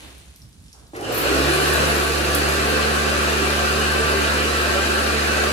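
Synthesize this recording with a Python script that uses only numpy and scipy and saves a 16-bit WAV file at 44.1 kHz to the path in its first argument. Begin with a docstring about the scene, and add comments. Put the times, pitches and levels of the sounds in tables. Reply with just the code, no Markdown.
"""Water dribbles and ticks on a wet concrete floor over low rumble and a dying hiss; then a pressure washer starts.
Dribble and jet are random impulse showers through spectral filters; drops and spits are ringing noise bursts.
Pump and motor tones are sines on one shaft-speed curve, with filtered noise for churning water and casing rush.
The jet hisses, sizzles and spits; short reflections comb the steady noise, decaying noise echoes the dribble and drops."""
import sys
import numpy as np
from scipy import signal
from scipy.fft import rfft, irfft, next_fast_len
from scipy.io import wavfile
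from scipy.ndimage import map_coordinates

SR = 44100
rng = np.random.default_rng(int(sys.argv[2]) if len(sys.argv) > 2 else 0)


def generate_wav(signal):
    """Clip the signal to [-1, 1] and save it as 16-bit WAV at the path in sys.argv[1]."""
    frames = np.transpose(np.atleast_2d(signal))
    scaled = np.clip(frames, -1, 1) * 32767
    pcm = np.round(scaled).astype(np.int16)
    wavfile.write(sys.argv[1], SR, pcm)


N = 243431
T = np.arange(N) / SR

# Dribble on wet floor: (frequency [Hz], relative density [dB/Hz])
DRIBBLE_SPECTRUM = [(300, -13), (1000, 0), (2400, 2.5), (4000, 5.5), (5200, 2), (7500, 3.5), (10500, 2),
                    (14000, -17), (15000, -30)]
# Hiss dying away: (frequency [Hz], relative density [dB/Hz])
FADING_SPECTRUM = [(40, -15), (130, -6), (300, 9), (450, 4.5), (700, 2.5), (1200, -1.5), (2800, 0),
                   (4200, -2.5), (6000, -17), (12000, -18)]
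# Water swishing over the floor: (frequency [Hz], relative density [dB/Hz])
SWISH_SPECTRUM = [(120, -7), (300, 5), (450, 4), (800, 0), (1200, -3), (1600, -5), (2100, -24), (6000, -35)]
# Building rumble: (frequency [Hz], relative density [dB/Hz])
RUMBLE_SPECTRUM = [(12, -40), (25, -21), (42, -7), (62, 5.5), (95, -6), (170, -9), (290, -18), (450, -28),
                   (4000, -49)]
# Single drops: (time [s], direct peak [dB], pitch [Hz], filter width [Hz], excitation decay [s])
DROP_EVENTS = [(.181, -35, 9500, 9000, .0008), (.258, -42, 7000, 6000, .001),
               (.361, -30.5, 8000, 11000, .0008), (.418, -38.5, 5000, 2000, .003),
               (.425, -43, 12000, 7000, .0005), (.491, -44, 10000, 6000, .0005),
               (.529, -45, 5000, 2000, .002), (.602, -44, 7500, 3000, .001), (.625, -42, 9500, 8000, .0005),
               (.682, -39, 4800, 3500, .002), (.729, -33, 5400, 2200, .002), (.731, -38, 9000, 6000, .0015),
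               (.869, -44, 4500, 2500, .003), (.879, -43, 13100, 5000, .0008),
               (1.011, -31, 10000, 5000, .001)]
# Nozzle spits: (time [s], direct peak [dB], pitch [Hz], excitation decay [s])
SPIT_EVENTS = [(1.123, -24.5, 13600, .02), (1.143, -20, 13800, 0.043), (1.177, -17, 13200, 0.049),
               (1.55, -24, 12000, 0.038), (1.674, -20, 12980, .018), (1.732, -19, 11500, 0.024),
               (2.175, -26, 11000, .04), (2.348, -11.5, 11600, 0.0067), (2.362, -19.5, 11270, 0.034),
               (2.49, -25, 10510, .04), (2.69, -25, 12000, .02)]
# Pump shaft speed: (time [s], speed [turns/s])
PUMP_SPEED = [(.93, 29.46), (1.0, 49.54), (1.15, 60), (1.3, 66.26), (1.43, 70.54), (1.64, 73.46),
              (1.9, 72.86), (2.35, 72.92), (2.9, 73.4), (5.52, 73.52)]
# Piston hum at shaft multiples 1, 2, 3: (time [s], first [dB], second [dB], third [dB])
HUM_LEVELS = [(.95, -58, -49, -47), (1.12, -44, -45, -55), (1.23, -38, -48, -55), (1.31, -31, -43, -53),
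              (1.39, -27, -35, -41), (1.47, -26.5, -31, -53), (1.57, -33, -32.5, -44),
              (1.66, -30.5, -32, -39), (1.75, -27, -34.5, -38), (1.9, -28, -32.5, -35.5),
              (2.03, -29.5, -40, -38), (2.1, -28.5, -38, -42), (2.36, -28, -35, -37.5),
              (2.85, -29, -38, -32.5), (4.1, -28, -37.5, -34.5), (4.8, -29, -42, -36.5),
              (4.97, -29.5, -47, -35), (5.15, -28.5, -38, -35.5), (5.52, -29.5, -43, -34.5)]
# Pump and gear tones: (multiple of pump shaft, relative level [dB])
PUMP_TONE_LEVELS = [(4, -42), (14 / 3, -40), (5, -40), (6, -41), (7, -40.5), (7.35, -46), (7.75, -45),
                    (9.25, -44), (12, -46), (21.1, -40), (23.7, -47), (36.6, -47), (37.65, -48)]
# Water churning in the pump housing: (frequency [Hz], relative density [dB/Hz])
HOUSING_SPECTRUM = [(20, -45), (50, -42), (110, -13.5), (205, -11.5), (275, -4), (370, -6), (450, -1.5),
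                    (570, -4.5), (720, -3.5), (930, -15), (1400, -21), (3000, -71)]
# Motor overtones: (multiple of motor shaft, relative level [dB])
MOTOR_TONE_LEVELS = [(1, -36), (3, -36), (5, -40.5)]
# Strongest whine, 4 x motor shaft: (time [s], level before flutter [dB])
WHINE_LEVEL = [(.95, -68), (1.4, -37), (2.0, -35), (2.3, -41), (2.7, -31), (3.05, -37), (3.5, -35),
               (3.72, -31), (4.3, -33.5), (4.52, -40), (4.75, -27), (5.1, -35), (5.52, -33.5)]
# Motor casing resonances: (frequency [Hz], nominal width before widening [Hz], relative level [dB])
CASING_MODES = [(1129, 166, -3.5), (1380, 160, -0.5), (1542, 240, -3.5), (1700, 224, -5), (1900, 130, -8),
                (2442, 323, -5.5), (2800, 400, -6), (3510, 1540, -18), (4170, 850, -10.5)]
# Jet as the hall returns it: (frequency [Hz], relative density [dB/Hz])
WASH_SPECTRUM = [(400, 0), (900, 4.5), (2000, 2), (3500, -5), (4800, 2.5), (6300, 2), (8000, 1),
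                 (10000, -5.5), (12000, -44), (15500, -81)]
# Jet arriving straight: (frequency [Hz], relative density [dB/Hz])
HISS_SPECTRUM = [(1000, -11), (2500, -12), (5000, -7), (7200, -7), (8600, 5.5), (10200, 2.5), (11500, -4.5),
                 (13000, 1), (14200, -3), (15000, -45)]
# Finest spray of the jet: (frequency [Hz], relative density [dB/Hz])
MIST_SPECTRUM = [(8000, -32), (10500, 16), (14100, 6), (15000, -40)]
# Brief gear tones: (time [s], multiple of pump shaft, level [dB], half length to 1/e [s])
FLARE_EVENTS = [(1.324, 6, -25.5, 0.035), (1.377, 5, -29, 0.084), (1.41, 6.33, -27, 0.025),
                (1.388, 4, -31, 0.072), (1.48, 4.75, -26, .05), (1.597, 5.33, -28.5, 0.11),
                (1.736, 5, -26.5, 0.069), (2.02, 5, -27.5, 0.051), (2.368, 4, -32, 0.053),
                (2.597, 5.33, -32, 0.095), (2.733, 6, -29.5, 0.066), (2.74, 7, -30, .06),
                (3.149, 5.33, -34, .05), (3.425, 5.33, -29, 0.055), (3.72, 5.33, -34, 0.054),
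                (3.847, 4.67, -33, .08), (4.008, 6, -26, 0.026), (4.09, 16, -27, 0.065),
                (4.162, 5.33, -30, 0.044), (4.38, 4.67, -29.5, 0.045), (4.774, 7.7, -26, 0.032),
                (4.935, 5, -29.5, 0.05), (5.167, 6, -31, .06), (5.44, 6, -31, 0.051),
                (5.447, 5, -30, 0.052)]
# Left port over right port: (frequency [Hz], level difference [dB])
PORT_BALANCE_DB = [(110, -3.5), (380, -2.5), (700, 0.5), (2400, 0.6), (4400, 1), (8100, -3), (15000, 1)]

# Dribble thins to a trickle; levels before port gains
TRICKLE_DB, DRAIN_EXTRA_DB, DRAIN_S = -56.5, 9, 0.17
# Last hiss holds, then dies away
FADING_DB, FADING_HOLD_S, FADING_DB_PER_S = -43.5, 0.045, 53
SWISH_S, SWISH_DB, SWISH_DECAY_S = 0.74, -54, 0.32
# Rumble settles to RUMBLE_DB
RUMBLE_DB, RUMBLE_EXTRA_DB, SETTLE_S, SETTLE_LENGTH_S = -50.5, 2, 0.82, .1
START_S = 0.933
# Washer labours filling the hose, eases, then its pressure sags briefly
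EASE_S, EASE_LENGTH_S = 1.94, 0.077
SAG_S, SAG_HALF_S = 2.19, 0.18
# Jet catches and throws mist; grazes the floor until tipped down
CATCH_S, CATCH_LENGTH_S = 1.1, .06
TIP_S, TIP_LENGTH_S = 2.62, .3
GEAR_RATIO = 16 / 3  # motor turns per pump turn
HUNT_SHARE, HUNT_RATE_HZ = .006, 24  # motor speed wander
REFLECTION_MAX_S, REFLECTIONS_DB = .02, -7  # longest delay, joint level
PORT_LAG_SAMPLES, PUDDLE_LAG_SAMPLES = 13, 8  # right port after left
TOP_HZ = 15400


def undb(db):
    """Decibels to amplitude gain."""
    return 10 ** (np.asarray(db) / 20)


def unit(x):
    """Scale to rms 1."""
    return x / np.sqrt(np.mean(x ** 2))


def curves(table):
    """Table columns interpolated linearly in time."""
    time_s, *columns = np.transpose(table)
    return [np.interp(T, time_s, column) for column in columns]


def fall(at_s, length_s):
    """Ramp from 1 to 0, centred on at_s."""
    return np.clip(.5 - (T - at_s) / length_s, 0, 1)


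def bump(at_s, half_s):
    """Gaussian swell from 0 to 1 and back."""
    return np.exp(-((T - at_s) / half_s) ** 2)


def walk(rate_hz):
    """Smooth random wander, spread near 1, rate_hz knots per second."""
    return map_coordinates(rng.standard_normal(1024), [(T * rate_hz) % 1023], order=2, mode="wrap")


def colour(x, spectrum):
    """Filter by a spectrum joined over log frequency; rms 1."""
    hz, db = np.transpose(spectrum)
    size = next_fast_len(N)
    bins_hz = np.maximum(np.arange(size // 2 + 1) * SR / size, 1)
    gain = undb(np.interp(np.log(bins_hz), np.log(hz), db))
    return unit(irfft(rfft(x, size) * gain, size)[..., :N])


def ring(x, hz, width_hz):
    """Resonance with steep skirts: one peak filter applied twice."""
    b, a = signal.iirpeak(min(hz, SR / 2 - 1000), hz / width_hz, fs=SR)
    return signal.lfilter(b, a, signal.lfilter(b, a, x))


def air():
    """Unrelated white noise at the two microphone ports."""
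    return rng.standard_normal((2, N))


def diffuse(pair):
    """Long waves reach both ports alike; short ones are unrelated."""
    mid = (pair[0] + pair[1]) / 2
    side = (pair[0] - pair[1]) / 2
    side = signal.sosfilt(signal.butter(1, 480, "high", fs=SR, output="sos"), side)
    return np.array([mid + side, mid - side])


def direct(x, lag_samples=PORT_LAG_SAMPLES):
    """Sources stand to the left, so the right port hears them later."""
    return np.array([x, np.pad(x, (lag_samples, 0))[:N]])


def hall(x, t60_s):
    """Diffuse echo of concrete walls: decaying noise, different at each port."""
    tail = rng.standard_normal((2, SR)) * np.exp(-np.log(1000) * T[:SR] / t60_s)
    tail /= np.sqrt(np.sum(tail ** 2) / 2)
    return signal.fftconvolve(x[None], tail, axes=1)[:, :N]


def reflected(pair, count=12):
    """Hard floor and near walls comb the sound differently at each port; expected power is kept."""
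    out = pair.copy()
    gain = undb(REFLECTIONS_DB) / np.sqrt(count)
    for port in range(2):
        shares = rng.uniform(.1, 1, count)
        signs = rng.choice([-1, 1], count)
        for share, sign in zip(shares, signs):
            delay_samples = int(share * REFLECTION_MAX_S * SR)
            out[port] += sign * gain * np.pad(pair[port], (delay_samples, 0))[:N]
    return out / np.sqrt(1 + undb(REFLECTIONS_DB) ** 2)


def churn(x, depth, rate_hz, width_hz):
    """Turbulence: patches of the spectrum swell and sink independently; rms 1."""
    hz, time_s, bins = signal.stft(x, SR, nperseg=1024)
    place = np.meshgrid(hz / width_hz, time_s * rate_hz, indexing="ij")
    patches = map_coordinates(rng.standard_normal((400, 400)), place, order=1, mode="wrap")
    patches_db = 1.78 * depth * patches
    return unit(signal.istft(bins * undb(patches_db), SR)[1][..., :N])


def droplets(per_second, spread_db):
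    """Random impulse shower, most impacts weak and a few strong; rms 1."""
    hit = rng.random(N) < per_second / SR
    size = undb(spread_db * np.minimum(rng.exponential(size=N), 5))
    return unit(hit * size * rng.choice([-1, 1], N))


def dribble():
    """Slack hose patters on the puddle as the last hiss dies; water swishes before the start."""
    patter_db = TRICKLE_DB + DRAIN_EXTRA_DB * np.exp(-T / DRAIN_S)
    patter = colour(droplets(1100, 3.7), DRIBBLE_SPECTRUM) * undb(patter_db)
    patter_ports = undb(-4.5) * direct(patter, PUDDLE_LAG_SAMPLES) + undb(-1.5) * hall(patter, t60_s=0.55)
    fading_db = FADING_DB - FADING_DB_PER_S * np.maximum(T - FADING_HOLD_S, 0)
    fading_db -= 3.9 * fall(at_s=0.015, length_s=.04)  # softer at the very beginning
    fading = colour(diffuse(air()), FADING_SPECTRUM) * undb(fading_db)
    decay = np.exp(-np.maximum(T - SWISH_S, 0) / SWISH_DECAY_S)
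    swell = (1 - fall(SWISH_S, length_s=.015)) * decay
    swish = undb(SWISH_DB) * swell * colour(diffuse(air()), SWISH_SPECTRUM)
    return patter_ports + fading + swish


def rumble():
    """Low building rumble in soft uneven bumps, nearly alike at both ports."""
    level_db = RUMBLE_DB + RUMBLE_EXTRA_DB * fall(SETTLE_S, SETTLE_LENGTH_S) + 3 * walk(16)
    return undb(level_db) * colour(diffuse(air()), RUMBLE_SPECTRUM)


def splash(at_s, peak_db, hz, width_hz, decay_s):
    """Sharp-fronted water burst: decaying noise rings a resonance."""
    t = T[:SR // 5]
    burst = ring(rng.standard_normal(len(t)) * np.exp(-t / decay_s), hz, width_hz)
    burst *= undb(peak_db) / np.abs(burst).max()
    return np.pad(burst, (int(at_s * SR), N))[:N]


def splashes():
    """Drops tick in the puddle; the pump kicks, first water gushes, and the nozzle spits."""
    drops = sum(splash(*drop) for drop in DROP_EVENTS)
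    kick = splash(at_s=.934, peak_db=-29, hz=520, width_hz=700, decay_s=0.02)
    splutter = splash(at_s=0.948, peak_db=-29.5, hz=1400, width_hz=1500, decay_s=.08)
    gush = splash(at_s=.962, peak_db=-30, hz=5600, width_hz=11000, decay_s=0.014)
    thump = splash(at_s=0.97, peak_db=-27, hz=370, width_hz=170, decay_s=0.034)
    spits = sum(splash(at_s, db, hz, 5600, decay_s) for at_s, db, hz, decay_s in SPIT_EVENTS)
    puddle = direct(drops + gush, PUDDLE_LAG_SAMPLES)
    machine = direct(kick + thump + splutter + spits)
    return puddle + machine + undb(1.0) * hall(drops + .21 * spits, t60_s=0.43)


def effort(run_db, rise_db, rise_s, labour_db, sag_db):
    """Level [dB] climbing with pressure, offset while labouring, dipping (or swelling if sag_db < 0), then steady."""
    age_s = np.maximum(T - START_S, 0)
    climb_db = run_db - rise_db * np.exp(-age_s / rise_s)
    return climb_db + labour_db * fall(EASE_S, EASE_LENGTH_S) - sag_db * bump(SAG_S, SAG_HALF_S)


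def tones(turns, table, waver, rate_hz):
    """Shaft tones; each swells and sinks as the hall's reflections shift."""
    out = np.zeros((2, N))
    place = T * rate_hz * 16  # 16 interpolated points per random knot
    for multiple, db in table:
        fading = signal.resample_poly(rng.standard_normal((2, 2, 600)), 16, 1, axis=2)
        drift = np.array([np.interp(place, np.arange(len(re)), re + 1j * im) for re, im in fading])
        carrier = direct(np.exp(2j * np.pi * (multiple * turns + rng.random())))
        wavering = np.real((1 + waver * drift) * carrier)
        out += undb(db) * wavering / np.sqrt(.5 + waver ** 2)
    return out


def hum(turns):
    """Pistons hum at three shaft multiples, booming unevenly during run-up."""
    out = np.zeros(N)
    for multiple, db in enumerate(curves(HUM_LEVELS), 1):
        out += np.sqrt(2) * undb(db) * np.sin(2 * np.pi * multiple * turns)
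    return out


def pump(turns):
    """Pistons hum, gears whirr, water churns through valves and the housing drones."""
    strokes = 1 + 0.035 * np.sin(2 * np.pi * turns)
    flow = diffuse(air()) + 0.57 * direct(rng.standard_normal(N))
    gurgle = churn(colour(flow * strokes, HOUSING_SPECTRUM), depth=2.5, rate_hz=16, width_hz=50.25)
    gurgle_db = effort(run_db=-27.5, rise_db=24.0, rise_s=0.093, labour_db=2.5, sag_db=-1.5) + .5 * walk(7)
    drone = unit(ring(diffuse(air()) * strokes, hz=382, width_hz=180))
    drone_db = effort(run_db=-35.5, rise_db=9, rise_s=0.16, labour_db=4.5, sag_db=-3)
    whirr = tones(turns, PUMP_TONE_LEVELS, waver=0.65, rate_hz=12)
    whirr_db = effort(run_db=2.5, rise_db=43, rise_s=0.11, labour_db=1.0, sag_db=2.0)
    return direct(hum(turns)) + gurgle * undb(gurgle_db) + drone * undb(drone_db) + whirr * undb(whirr_db)


def whine(motor_turns, port_angle_rad=1.5, flutter_db=3.0):
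    """Strongest whine: one fluttering line off the walls, out of step between ports."""
    phase = 2 * np.pi * 4 * motor_turns
    flutter = np.array([walk(22), walk(22)])
    level_db = curves(WHINE_LEVEL)[0] + flutter_db * flutter
    return np.sqrt(2) * undb(level_db) * np.sin([phase, phase - port_angle_rad])


def motor(turns):
    """Motor whines, hunting in pitch; fan and gears excite the casing, louder once the pump loads it."""
    rush = np.zeros((2, N))
    for hz, width_hz, db in CASING_MODES:
        noise = air() + 0.58 * direct(rng.standard_normal(N))
        rush += undb(db) * ring(noise, hz, 1.66 * width_hz)
    rush = reflected(churn(unit(rush), depth=2.0, rate_hz=24, width_hz=40))
    unloaded = fall(at_s=1.13, length_s=0.22)
    rush_db = effort(run_db=-22.5, rise_db=31.5, rise_s=0.11, labour_db=1.1, sag_db=1.0) - 6 * unloaded
    hunting = 1 + HUNT_SHARE * walk(HUNT_RATE_HZ)
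    motor_turns = GEAR_RATIO * np.cumsum(np.gradient(turns) * hunting)
    overtones = tones(motor_turns, MOTOR_TONE_LEVELS, waver=1.6, rate_hz=18)
    overtones_db = effort(run_db=-0.5, rise_db=31, rise_s=0.13, labour_db=-0.5, sag_db=4.0)
    return rush * undb(rush_db) + overtones * undb(overtones_db) + whine(motor_turns)


def jet():
    """Dense droplets hiss on the floor, heavy ones slap it, and fine mist sizzles above."""
    grazing = fall(TIP_S, TIP_LENGTH_S)
    caught = 1 - fall(CATCH_S, CATCH_LENGTH_S)
    flow_db = effort(run_db=-35.5, rise_db=22.5, rise_s=0.16, labour_db=1.1, sag_db=0.7) - 2.5 * (1 - caught)
    jet_db = flow_db + 1.0 * grazing + 0.24 * walk(6)
    mist_db = flow_db - 15.5 + 7 * caught + grazing * (3.3 + 1.8 * walk(14.6))
    flutter_db = .5 * walk(44)
    hiss = churn(colour(droplets(7000, 1.8), HISS_SPECTRUM), depth=1.0, rate_hz=26, width_hz=100)
    hiss *= undb(jet_db + flutter_db - 2.5)
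    mist = churn(colour(droplets(8300, 2.5), MIST_SPECTRUM), depth=3.5, rate_hz=24, width_hz=130)
    mist *= undb(mist_db + flutter_db)
    slaps = unit(ring(droplets(140, 2.5), hz=4800, width_hz=4500)) * undb(jet_db - 5)
    wash = churn(colour(air(), WASH_SPECTRUM), depth=2.0, rate_hz=22, width_hz=90)
    wash *= undb(flow_db + 4 + 1.2 * grazing)
    return reflected(direct(hiss + mist + slaps) + wash)


def shudder(at_s=1.21, half_s=0.16, db=-37):
    """Machine shudders on its feet during run-up: a swell of low resonant noise."""
    return undb(db) * bump(at_s, half_s) * unit(ring(diffuse(air()), hz=112, width_hz=38))


def valve(at_s=1.024, song_db=-37.0, song_rise_s=0.023, linger_db=-39, linger_rise_s=0.077):
    """Valve sings as pressure builds, then lingers as a broader hiss; both are resonant noise."""
    age_s = np.maximum(T - at_s, 0)

    def swell(peak_s):
        """Rise to 1 at peak_s, then decay."""
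        return age_s / peak_s * np.exp(1 - age_s / peak_s)

    song = unit(ring(air() + direct(rng.standard_normal(N)), hz=2930, width_hz=260))
    linger = unit(ring(air(), hz=2800, width_hz=580))
    return undb(song_db) * swell(song_rise_s) * song + undb(linger_db) * swell(linger_rise_s) * linger


def flares(turns):
    """Single gear tones stand out briefly, slightly unsteady in pitch."""
    wobble_rad = .5 * walk(30)
    out = np.zeros(N)
    for at_s, multiple, db, half_s in FLARE_EVENTS:
        tone = np.sin(2 * np.pi * multiple * turns + wobble_rad)
        out += np.sqrt(2) * undb(db) * bump(at_s, half_s) * tone
    return direct(out)


def scene():
    """The switch closes; shaft speed drives the tones, and the water follows."""
    speed_hz, = curves(PUMP_SPEED)
    turns = np.cumsum(speed_hz * (1 + .0015 * walk(6))) / SR
    running = np.clip((T - START_S) / 0.0069, 0, 1)
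    washer = pump(turns) + motor(turns) + jet() + shudder() + valve() + flares(turns)
    return dribble() + rumble() + splashes() + running * washer


def record(dry):
    """Ports differ a little in colour; the deepest bass and the top are cut."""
    hz, db = np.transpose(PORT_BALANCE_DB)
    size = next_fast_len(N + SR // 10)
    bins_hz = np.maximum(np.arange(size // 2 + 1) * SR / size, 1)
    lean_db = np.interp(np.log(bins_hz), np.log(hz), db) / 2  # half of the difference per port
    ports = irfft(rfft(dry, size) * undb([lean_db, -lean_db]), size)[:, :N]
    ports = signal.sosfilt(signal.butter(2, 33, "high", fs=SR, output="sos"), ports)
    return signal.sosfilt(signal.ellip(8, .2, 70, TOP_HZ, fs=SR, output="sos"), ports)


dry = scene()
out = record(dry)
generate_wav(out)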